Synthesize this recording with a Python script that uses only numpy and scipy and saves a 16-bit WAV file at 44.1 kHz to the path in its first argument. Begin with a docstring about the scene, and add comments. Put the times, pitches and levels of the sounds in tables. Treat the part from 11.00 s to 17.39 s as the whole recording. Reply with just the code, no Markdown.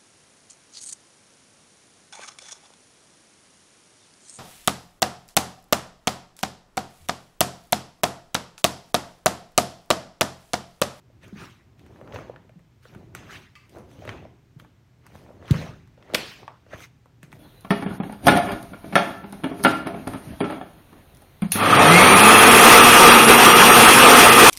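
"""In a large, hard-walled studio, bare feet step and pivot on a sprung wooden floor.
Stiff cotton flaps and swishes as shaped noise and snaps as short crackles; a sole squeaks faintly.
A heel stamps once as a falling tone that rings the boards; a hand smacks once as a cluster of cracks.
Ventilation rumbles and hums underneath. Wall echoes and a noisy tail throw the blows back."""
import sys
import numpy as np
from scipy import signal
from scipy.fft import rfft, irfft
from scipy.io import wavfile
from scipy.ndimage import uniform_filter1d

SR = 44100
rng = np.random.default_rng(int(sys.argv[2]) if len(sys.argv) > 2 else 0)


def master_out(mix):
    """Clip the mix to full scale and print it as 16-bit PCM to the path in sys.argv[1]."""
    frames = np.transpose(np.atleast_2d(mix))
    ceiling = np.clip(frames, -1, 1)
    pcm = np.round(ceiling * 32767).astype(np.int16)
    wavfile.write(sys.argv[1], SR, pcm)


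N = 281799  # length in samples
HOP = 128  # samples between two steps of a slow level curve

# Ventilation noise: pitch_hz, relative_level_db (per Hz)
AIR_SPECTRUM = [(15, -44), (25, -14), (123, 1), (195, -11), (384, -18), (489, -23), (641, -23), (1400, -28),
                (2110, -29), (4870, -38), (5570, -37), (10400, -45), (14800, -46), (16000, -51)]
AIR_DB, HUM_HZ, HUM_DB = -58, 119.4, -62.5

# How long the room rings: pitch_hz, time_to_fall_60_db_s
ROOM_DECAY = [(100, 1.5), (500, 0.33), (1400, 0.44), (2700, 0.59), (5400, 0.62), (11000, 0.21)]
# First echoes from floor and near walls: delay_s, level_db
FIRST_ECHOES = [(.0035, -14), (.008, -13)]

# Faint squeak as a sole peels off the varnish: start_s, length_s, base_level_db
SOLE_SQUEAK = (2.553, 0.11, -63)
# Resonances of that sole: pitch_hz, width_hz, level_db
SOLE_RESONANCES = [(1201, 18, -4), (2080, 62, -8), (2310, 65, -7), (2600, 59, -9), (4430, 210, -14)]

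# Shifts of the body: peak_s, rise_s, hold_s, fall_s, boards_db, flapping_cloth_db
BODY_MOVES = [(0.0, .1, 0.21, 0.55, -64, -77), (0.267, 0.12, 0.0092, 0.19, -57, -61),
              (0.425, 0.14, 0.009, 0.1, -45.5, -52), (0.835, 0.066, 0.0087, 0.28, -51.5, -69),
              (1.16, 0.49, 0.021, 0.41, -47.5, -41.5), (1.938, 0.095, 0.079, 0.24, -49, -55.5),
              (2.162, 0.12, 0.23, 0.12, -50, -55.5), (2.767, 0.093, 0.012, 0.3, -49.5, -45),
              (3.087, 0.3, 0.062, 0.31, -44.5, -45), (3.586, 0.084, 0.086, 0.1, -59, -65.5),
              (4.156, 0.24, 0.54, 0.2, -52.5, -54), (4.644, 0.17, .01, 0.14, -42.5, -42.5),
              (5.168, 0.24, 0.011, 0.23, -49.5, -39), (5.403, .1, 0.04, 0.21, -58.5, -56),
              (5.705, 0.068, 0.11, 0.094, -54, -52.5), (6.327, 0.29, .05, .1, -53.5, -61)]
# Boards under the moving weight: pitch_hz, relative_level_db (per Hz)
WEIGHT_SPECTRUM = [(18, -53), (30, -9), (97, 6), (135, -0.5), (161, 1), (230, -4), (400, -4.5), (520, -34),
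                   (880, -120)]
# Footfalls: start_s, level_db, pitch_hz (near the end of the push), push_length_s
FOOTFALLS = [(0.323, -33.5, 201, 0.029), (0.357, -41, 189, 0.022), (1.131, -39, 102, 0.043),
             (1.554, -43.5, 181.4, 0.039), (1.958, -35, 129, 0.011), (3.069, -39, 109, 0.033),
             (3.56, -40.5, 138, 0.023), (4.506, -8, 125, 0.02), (5.137, -24.5, 209.5, 0.016),
             (5.741, -36.5, 82.3, 0.013), (6.229, -42, 156.4, 0.023), (6.331, -42.5, 138, 0.014)]
# Ringing notes of the boards: pitch_hz, relative_level_db, time_to_fall_60_db_s
BOARD_NOTES = [(84.6, -10, 0.61), (112, -6.5, 0.3), (140.5, -4, 0.33), (162.3, -1.5, 0.45), (186, -7, 0.36),
               (213.5, 1, 0.33), (328, -5, 0.2)]

# Flapping folds: pitch_hz, relative_level_db (per Hz)
FLAP_SPECTRUM = [(71, -49.5), (120, 1), (308, 3.5), (528, 4), (691, 2), (1060, -6), (2170, -20.5),
                 (3000, -34), (3900, -60), (6600, -120)]
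# Rubbing threads: pitch_hz, relative_level_db (per Hz)
SWISH_SPECTRUM = [(350, -49.5), (600, -24), (779, -12.5), (931, -10.5), (1160, -6.5), (1330, -6),
                  (2440, -4), (3580, -9), (4980, -13), (6370, -12.5), (7620, -19), (9360, -16),
                  (16000, -22.5)]
# Strokes of cloth or sole: peak_s, rise_s, hold_s, fall_s, level_db, brightness_db (per octave),
# thin_hiss_share_db
RUB_STROKES = [(0.234, 0.029, .005, 0.15, -56, -2.8, -19), (0.399, 0.055, 0.034, 0.15, -46.5, -3, -34),
               (0.785, .015, 0.32, 0.077, -69, -1.2, -30), (1.145, 0.036, 0.0058, .17, -48, -4.5, -15.5),
               (1.833, 0.021, .005, 0.36, -60, -1, -26), (2.151, 0.0065, 0.01, 0.17, -51.5, -5, -10),
               (2.313, 0.056, 0.037, 0.14, -45.5, -3.5, -35), (2.74, 0.13, .05, 0.09, -65.5, 1.5, -33),
               (2.926, 0.15, 0.11, 0.19, -65.5, 0.8, -13), (3.079, 0.072, 0.017, .17, -50, -5.5, -19),
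               (3.594, .012, .005, 0.066, -64, 1.5, -19), (4.059, 0.044, 0.003, 0.061, -61.5, -7, -20),
               (4.156, 0.095, 0.0076, 0.26, -61, 0.9, -20), (4.514, .075, 0.11, 0.15, -43.5, -4, -18),
               (5.134, 0.2, 0.046, 0.062, -58, -4.5, -24), (5.266, 0.089, 0.043, 0.16, -46.5, -2, -25),
               (5.738, 0.038, 0.0057, 0.022, -45.5, -6.5, -20), (5.815, .1, 0.029, 0.034, -49, -0.4, -10),
               (6.236, 0.018, .005, 0.044, -57, -2, -16), (6.32, 0.03, 0.041, 0.087, -71.5, 5.5, -24)]
SWELL_DB = 20  # covered by a rise or a fall at steepness 1
FLAP_STEEPER = 1.74  # the cloth starts and settles faster than the boards
PATCHY_DB = 3.5  # the swish gathers in brief patches of colour
HISS_HZ, HISS_WIDTH_HZ = 6250, 560  # width of one filter pass

# Cloth snaps, toe ticks and the cracks of the smack: start_s, peak_db, centre_hz,
# knock_share_db, treble_share_db
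SNAP_EVENTS = [(0.1, -50, 860, 16, -30), (0.234, -49, 2080, 9, -16), (0.242, -47, 1490, 7, -1),
               (0.28, -44, 1170, -16, 3), (0.793, -44, 2790, -6, -7), (0.863, -46, 1120, -14, -9),
               (0.959, -42.5, 1140, -14, -22), (1.012, -33.5, 830, 2, -22), (1.075, -36, 900, -2, -30),
               (1.123, -34, 1900, -20, -39), (1.143, -30.5, 920, 10, -8), (1.159, -24.5, 1040, -7, -35),
               (1.187, -30, 980, -6, -28), (1.296, -26, 840, 38, -40), (1.36, -34.5, 1040, -12, -27),
               (1.493, -42, 1150, 7, -15), (1.592, -52, 1260, 1, -10), (1.853, -37, 1100, 0.5, -39),
               (1.948, -36.5, 1220, -9, -14.5), (2.1491, -21.5, 1450, -12, -6), (2.3, -45, 1150, -8, -28),
               (2.553, -36, 2600, -32, -18), (2.694, -41.5, 2420, -17, 3), (2.758, -42, 1080, -9, -16),
               (2.784, -39.5, 1000, 11.5, -2.5), (2.913, -44.5, 1230, -14, -7), (3.02, -36, 890, 19, -29),
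               (3.051, -31, 964, 4, -12), (3.076, -27.5, 1430, 3.5, -22), (3.091, -20.5, 1670, -14, -29),
               (3.25, -37.5, 960, 31, -30), (3.598, -36, 2180, -28, -12), (3.647, -42, 900, -30, -20),
               (4.065, -36.5, 1480, -27, -4), (4.119, -49, 950, -25, -30), (4.153, -36.5, 980, -14, -18),
               (4.303, -38, 860, 25, -35), (4.394, -45, 940, 19, -32), (4.425, -37, 866, 0, -35),
               (4.479, -34.5, 2100, -17, -16), (4.509, -18, 3330, -24, 0), (4.542, -25.5, 890, -28, -28),
               (4.874, -50, 980, -18, -4), (4.976, -45.5, 860, 11, -39), (5.025, -41.5, 1310, -22, -40.5),
               (5.099, -35, 820, 1, -28.5), (5.136, -21.5, 2860, 9, -5), (5.1443, -7.5, 3140, -20.5, -12),
               (5.1463, -4.5, 2930, -8, -2), (5.1481, -3.5, 2770, -8.5, -11),
               (5.151, -12, 1020, -33, -13.5), (5.154, -14.5, 2120, -9.5, -0.5), (5.43, -38, 900, -12, -33),
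               (5.478, -24.5, 990, -43, -33), (5.543, -62, 1300, -18, -41.5), (5.664, -46, 981, 5, -31),
               (5.732, -28, 963, 25, -34), (6.057, -43.5, 926, -6, -16), (6.2293, -30.5, 2020, -9, -6),
               (6.318, -42.5, 2190, -16, -27), (6.327, -31, 1330, -33, -11.5)]
KNOCK_HZ = 570
CRACKLE_T60_MS, CHANGE_MS_PER_DB = 20.8, -0.01  # 60 dB fall at -41 dB; louder is very slightly shorter

# Colour of the microphone housing: pitch_hz, width_hz, level_db
HOUSING_COLOUR = [(4780, 1500, 1), (8300, 430, -1), (10560, 920, -4)]
TREBLE_EDGE_HZ = 15900


def gain_of(db):
    """Turns decibels into a multiplier."""
    return 10 ** (np.asarray(db) / 20)


def evened(x):
    """Scales a sound to an average (rms) level of 1."""
    return x / np.sqrt(np.mean(x ** 2) + 1e-20)


def read(points, hz):
    """Reads a pitch table between its points, on a logarithmic pitch scale."""
    f, value = np.transpose(points)
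    return np.interp(np.log(hz + 1), np.log(f + 1), value)


def add(mix, start_s, sound):
    """Mixes a sound in at its start time, cut off at the end of the mix."""
    part = mix[round(start_s * SR):][:len(sound)]
    part += sound[:len(part)]


def coloured(x, spectrum):
    """Shapes x by a spectrum, rms 1."""
    gain = gain_of(read(spectrum, np.fft.rfftfreq(N, 1 / SR)))
    return evened(irfft(rfft(x) * gain, N))


def band(x, low_hz, high_hz):
    """Keeps the part of a sound between two pitches."""
    return signal.lfilter(*signal.butter(2, [low_hz, high_hz], "band", fs=SR), x)


def resonance(x, hz, width_hz):
    """Rings at one pitch; a narrower width rings longer."""
    return signal.lfilter(*signal.iirpeak(hz, hz / width_hz, SR), x)


def smoothed_patches(shape, pitch_bins, frames):
    """Random numbers blurred over neighbouring pitches and moments, so they form patches."""
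    patches = uniform_filter1d(rng.standard_normal(shape), size=pitch_bins, axis=0)
    return evened(uniform_filter1d(patches, size=frames, axis=1))


def grains(per_s, spread_db):
    """Sparse clicks of random sign; a few are large."""
    size = gain_of(spread_db * np.minimum(rng.exponential(1, N), 4))
    present = rng.random(N) < per_s / SR
    return evened(size * rng.standard_normal(N) * present)


def swells(rows, steeper):
    """One level curve a row, peak 1: a rise, a hold and a fall, straight in dB."""
    t = np.arange(0, N + HOP, HOP) / SR
    peak, rise, hold, fall = abs(np.array([row[:4] for row in rows]).T[:, :, None])
    before = np.maximum((peak - t) / rise, 0)
    after = np.maximum((t - peak - hold) / fall, 0)
    return gain_of(-SWELL_DB * steeper * (before + after))


def spread(frames):
    """Fills in a slow level curve so that every sample has a value."""
    return np.interp(np.arange(N), HOP * np.arange(len(frames)), frames)


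def air():
    """Duct rumble and hiss, with a motor hum that wavers in pitch and level."""
    waver = evened(uniform_filter1d(rng.standard_normal(N), 3000))
    hum = np.sqrt(2) * np.sin(2 * np.pi * np.cumsum(HUM_HZ + 0.5 * waver) / SR)
    hum *= 1 + 0.12 * np.roll(waver, SR)  # the level follows the same waver, shifted by 1 s
    rumble = coloured(rng.standard_normal(N), AIR_SPECTRUM)
    return gain_of(AIR_DB) * rumble + gain_of(HUM_DB) * hum


def walls(x):
    """Two single echoes from floor and near walls, added to the direct sound."""
    taps = np.zeros(SR // 10)
    taps[0] = 1
    for delay_s, db in FIRST_ECHOES:
        add(taps, delay_s, gain_of([db]))
    return signal.oaconvolve(x, taps)[:N]


def tail(x, build_s, patchy_db):
    """The energy of each band builds up, dies at its own speed and is heard as diffuse noise."""
    hz, _, z = signal.stft(x, SR, nperseg=512, noverlap=384)
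    power = uniform_filter1d(abs(z) ** 2, size=11, axis=0)
    stay = np.exp(-HOP / SR / build_s)
    power = signal.lfilter([0, 0, 0, 1 - stay], [1, -stay], power)  # begins three frames late
    keep = gain_of(-2 * 60 * HOP / SR / read(ROOM_DECAY, hz))  # doubled dB, as this is power
    power = np.array([signal.lfilter([1 - k], [1, -k], p) for k, p in zip(keep, power)])
    real, imaginary = rng.standard_normal((2,) + z.shape)
    power *= gain_of(2 * patchy_db * smoothed_patches(z.shape, pitch_bins=6, frames=14))
    noise = np.sqrt(abs(power)) * (real + 1j * imaginary)
    return signal.istft(noise, SR, nperseg=512, noverlap=384)[1][:N]


def squeak():
    """Stick-slip noise in narrow resonances, strongest near the start."""
    start_s, length_s, db = SOLE_SQUEAK
    out, t = np.zeros(N), np.arange(0, length_s, 1 / SR)
    slips = rng.standard_normal(SR // 2)
    ring = sum(gain_of(share_db) * evened(resonance(slips, hz, width_hz))
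               for hz, width_hz, share_db in SOLE_RESONANCES)
    grip = signal.windows.tukey(len(t), .08) * (1 + 5.9 * np.exp(-t / 0.021))
    add(out, start_s, gain_of(db) * grip * ring[-len(t):])
    return out


def weight_on_boards():
    """Low noise from the boards swells as the body's weight shifts."""
    level = gain_of(np.transpose(BODY_MOVES)[4]) @ swells(BODY_MOVES, steeper=1)
    return spread(level) * coloured(rng.standard_normal(N), WEIGHT_SPECTRUM)


def footfalls():
    """A bending wave runs through the boards, high notes first; then the boards ring on."""
    out, t = np.zeros(N), np.arange(SR // 2) / SR
    ring = sum(gain_of(db - 60 * t / t60_s) * np.sin(2 * np.pi * hz * t)
               for hz, db, t60_s in BOARD_NOTES)
    for start_s, db, hz, length_s in FOOTFALLS:
        u = np.arange(0, length_s, 1 / SR)
        falling_hz = hz * (0.957 + 1.85 * np.exp(-(u / 0.0049) ** 2))
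        push = np.sin(2 * np.pi * np.cumsum(falling_hz) / SR)
        push *= signal.windows.tukey(len(u), .55)
        sound = 0.0012 * signal.fftconvolve(push, ring)[:len(t)]
        add(sound, 0, push)
        add(out, start_s, gain_of(db) * sound)
    return out


def flapping():
    """Folds of cloth flap in uneven lumps of noise as the body moves."""
    lumps = evened(signal.oaconvolve(abs(grains(140, spread_db=3)), np.hanning(250), "same"))
    flap = coloured((1.8 + lumps) * rng.standard_normal(N), FLAP_SPECTRUM)
    level = gain_of(np.transpose(BODY_MOVES)[5]) @ swells(BODY_MOVES, FLAP_STEEPER)
    return spread(level) * flap


def rubbing():
    """Threads rub in a dense, gritty swish with a thin hiss on top."""
    grit = grains(1500, spread_db=4)
    threads = coloured(0.45 * grit + rng.standard_normal(N), SWISH_SPECTRUM)
    hz, _, z = signal.stft(threads, SR, nperseg=256)
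    level_db, brightness_db, hiss_db = np.transpose(RUB_STROKES)[4:]
    strokes = gain_of(level_db)[:, None] * swells(RUB_STROKES, steeper=1)
    level = strokes.sum(0) + 1e-12

    # overlapping strokes share their brightness in proportion to their levels
    octaves = np.log2(np.clip(hz, 700, 12000) / 2500)
    tilt_db = np.outer(octaves, brightness_db @ strokes / level)
    patches = smoothed_patches(tilt_db.shape, pitch_bins=3, frames=9)
    shaped = z[:, :len(level)] * gain_of(tilt_db + PATCHY_DB * patches) * level
    swish = signal.istft(shaped, SR, nperseg=256)[1]

    hiss = rng.standard_normal(N)
    for _ in range(2):
        hiss = resonance(hiss, HISS_HZ, HISS_WIDTH_HZ)
    rub = spread(gain_of(hiss_db) @ strokes) * evened(hiss)
    add(rub, 0, swish)
    return rub


def snaps():
    """Each is a click with a short dying crackle: a broad resonance, a hollow knock and some treble."""
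    out, t = np.zeros(N), np.arange(3000) / SR
    noise = rng.standard_normal((len(SNAP_EVENTS), len(t)))
    rise = 55  # samples over which the crackle builds up before the click
    build_up = np.minimum(t * SR / rise, 1) ** 2
    click = np.arange(len(t)) == rise
    for (start_s, db, hz, knock_db, treble_db), crackle in zip(SNAP_EVENTS, noise):
        t60_ms = CRACKLE_T60_MS + CHANGE_MS_PER_DB * (db + 41)
        burst = (build_up * crackle + 8.96 * click) * gain_of(-60 * 1000 * t / max(t60_ms, 2))
        body = evened(band(burst, hz / 1.78, hz * 1.54))
        knock = evened(band(burst, KNOCK_HZ / 1.28, KNOCK_HZ * 1.2))
        treble = evened(band(burst, 3000, 12000))
        snap = body + gain_of(knock_db) * knock + gain_of(treble_db) * treble
        add(out, start_s, gain_of(db) * snap / abs(snap).max())
    return out


def scene():
    """Snaps and the squeak fill the room most; the softer sounds carry less tail."""
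    sharp = snaps() + squeak()
    soft = footfalls() + weight_on_boards() + flapping() + rubbing()
    sent_to_room = gain_of(-7.0) * sharp + gain_of(-17.0) * soft
    room = tail(sent_to_room, build_s=0.0066, patchy_db=2.2)
    return (walls(sharp) + soft + room + air())[None]


def record(dry):
    """The microphone housing lifts and dips some treble; the deep bass and top treble are cut."""
    hz = np.linspace(0, SR / 2, 257)
    colour_db = sum(db * np.exp(-((hz - f) / width_hz) ** 2) for f, width_hz, db in HOUSING_COLOUR)
    housing = signal.firwin2(201, hz, gain_of(colour_db), fs=SR)
    heard = signal.oaconvolve(dry, housing[None], "same")
    heard = signal.lfilter(*signal.butter(2, 45, "high", fs=SR), heard)
    treble_cut = signal.firwin(511, TREBLE_EDGE_HZ, window=("kaiser", 9), fs=SR)
    return signal.oaconvolve(heard, treble_cut[None], "same")


dry = scene()
out = record(dry)
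master_out(out)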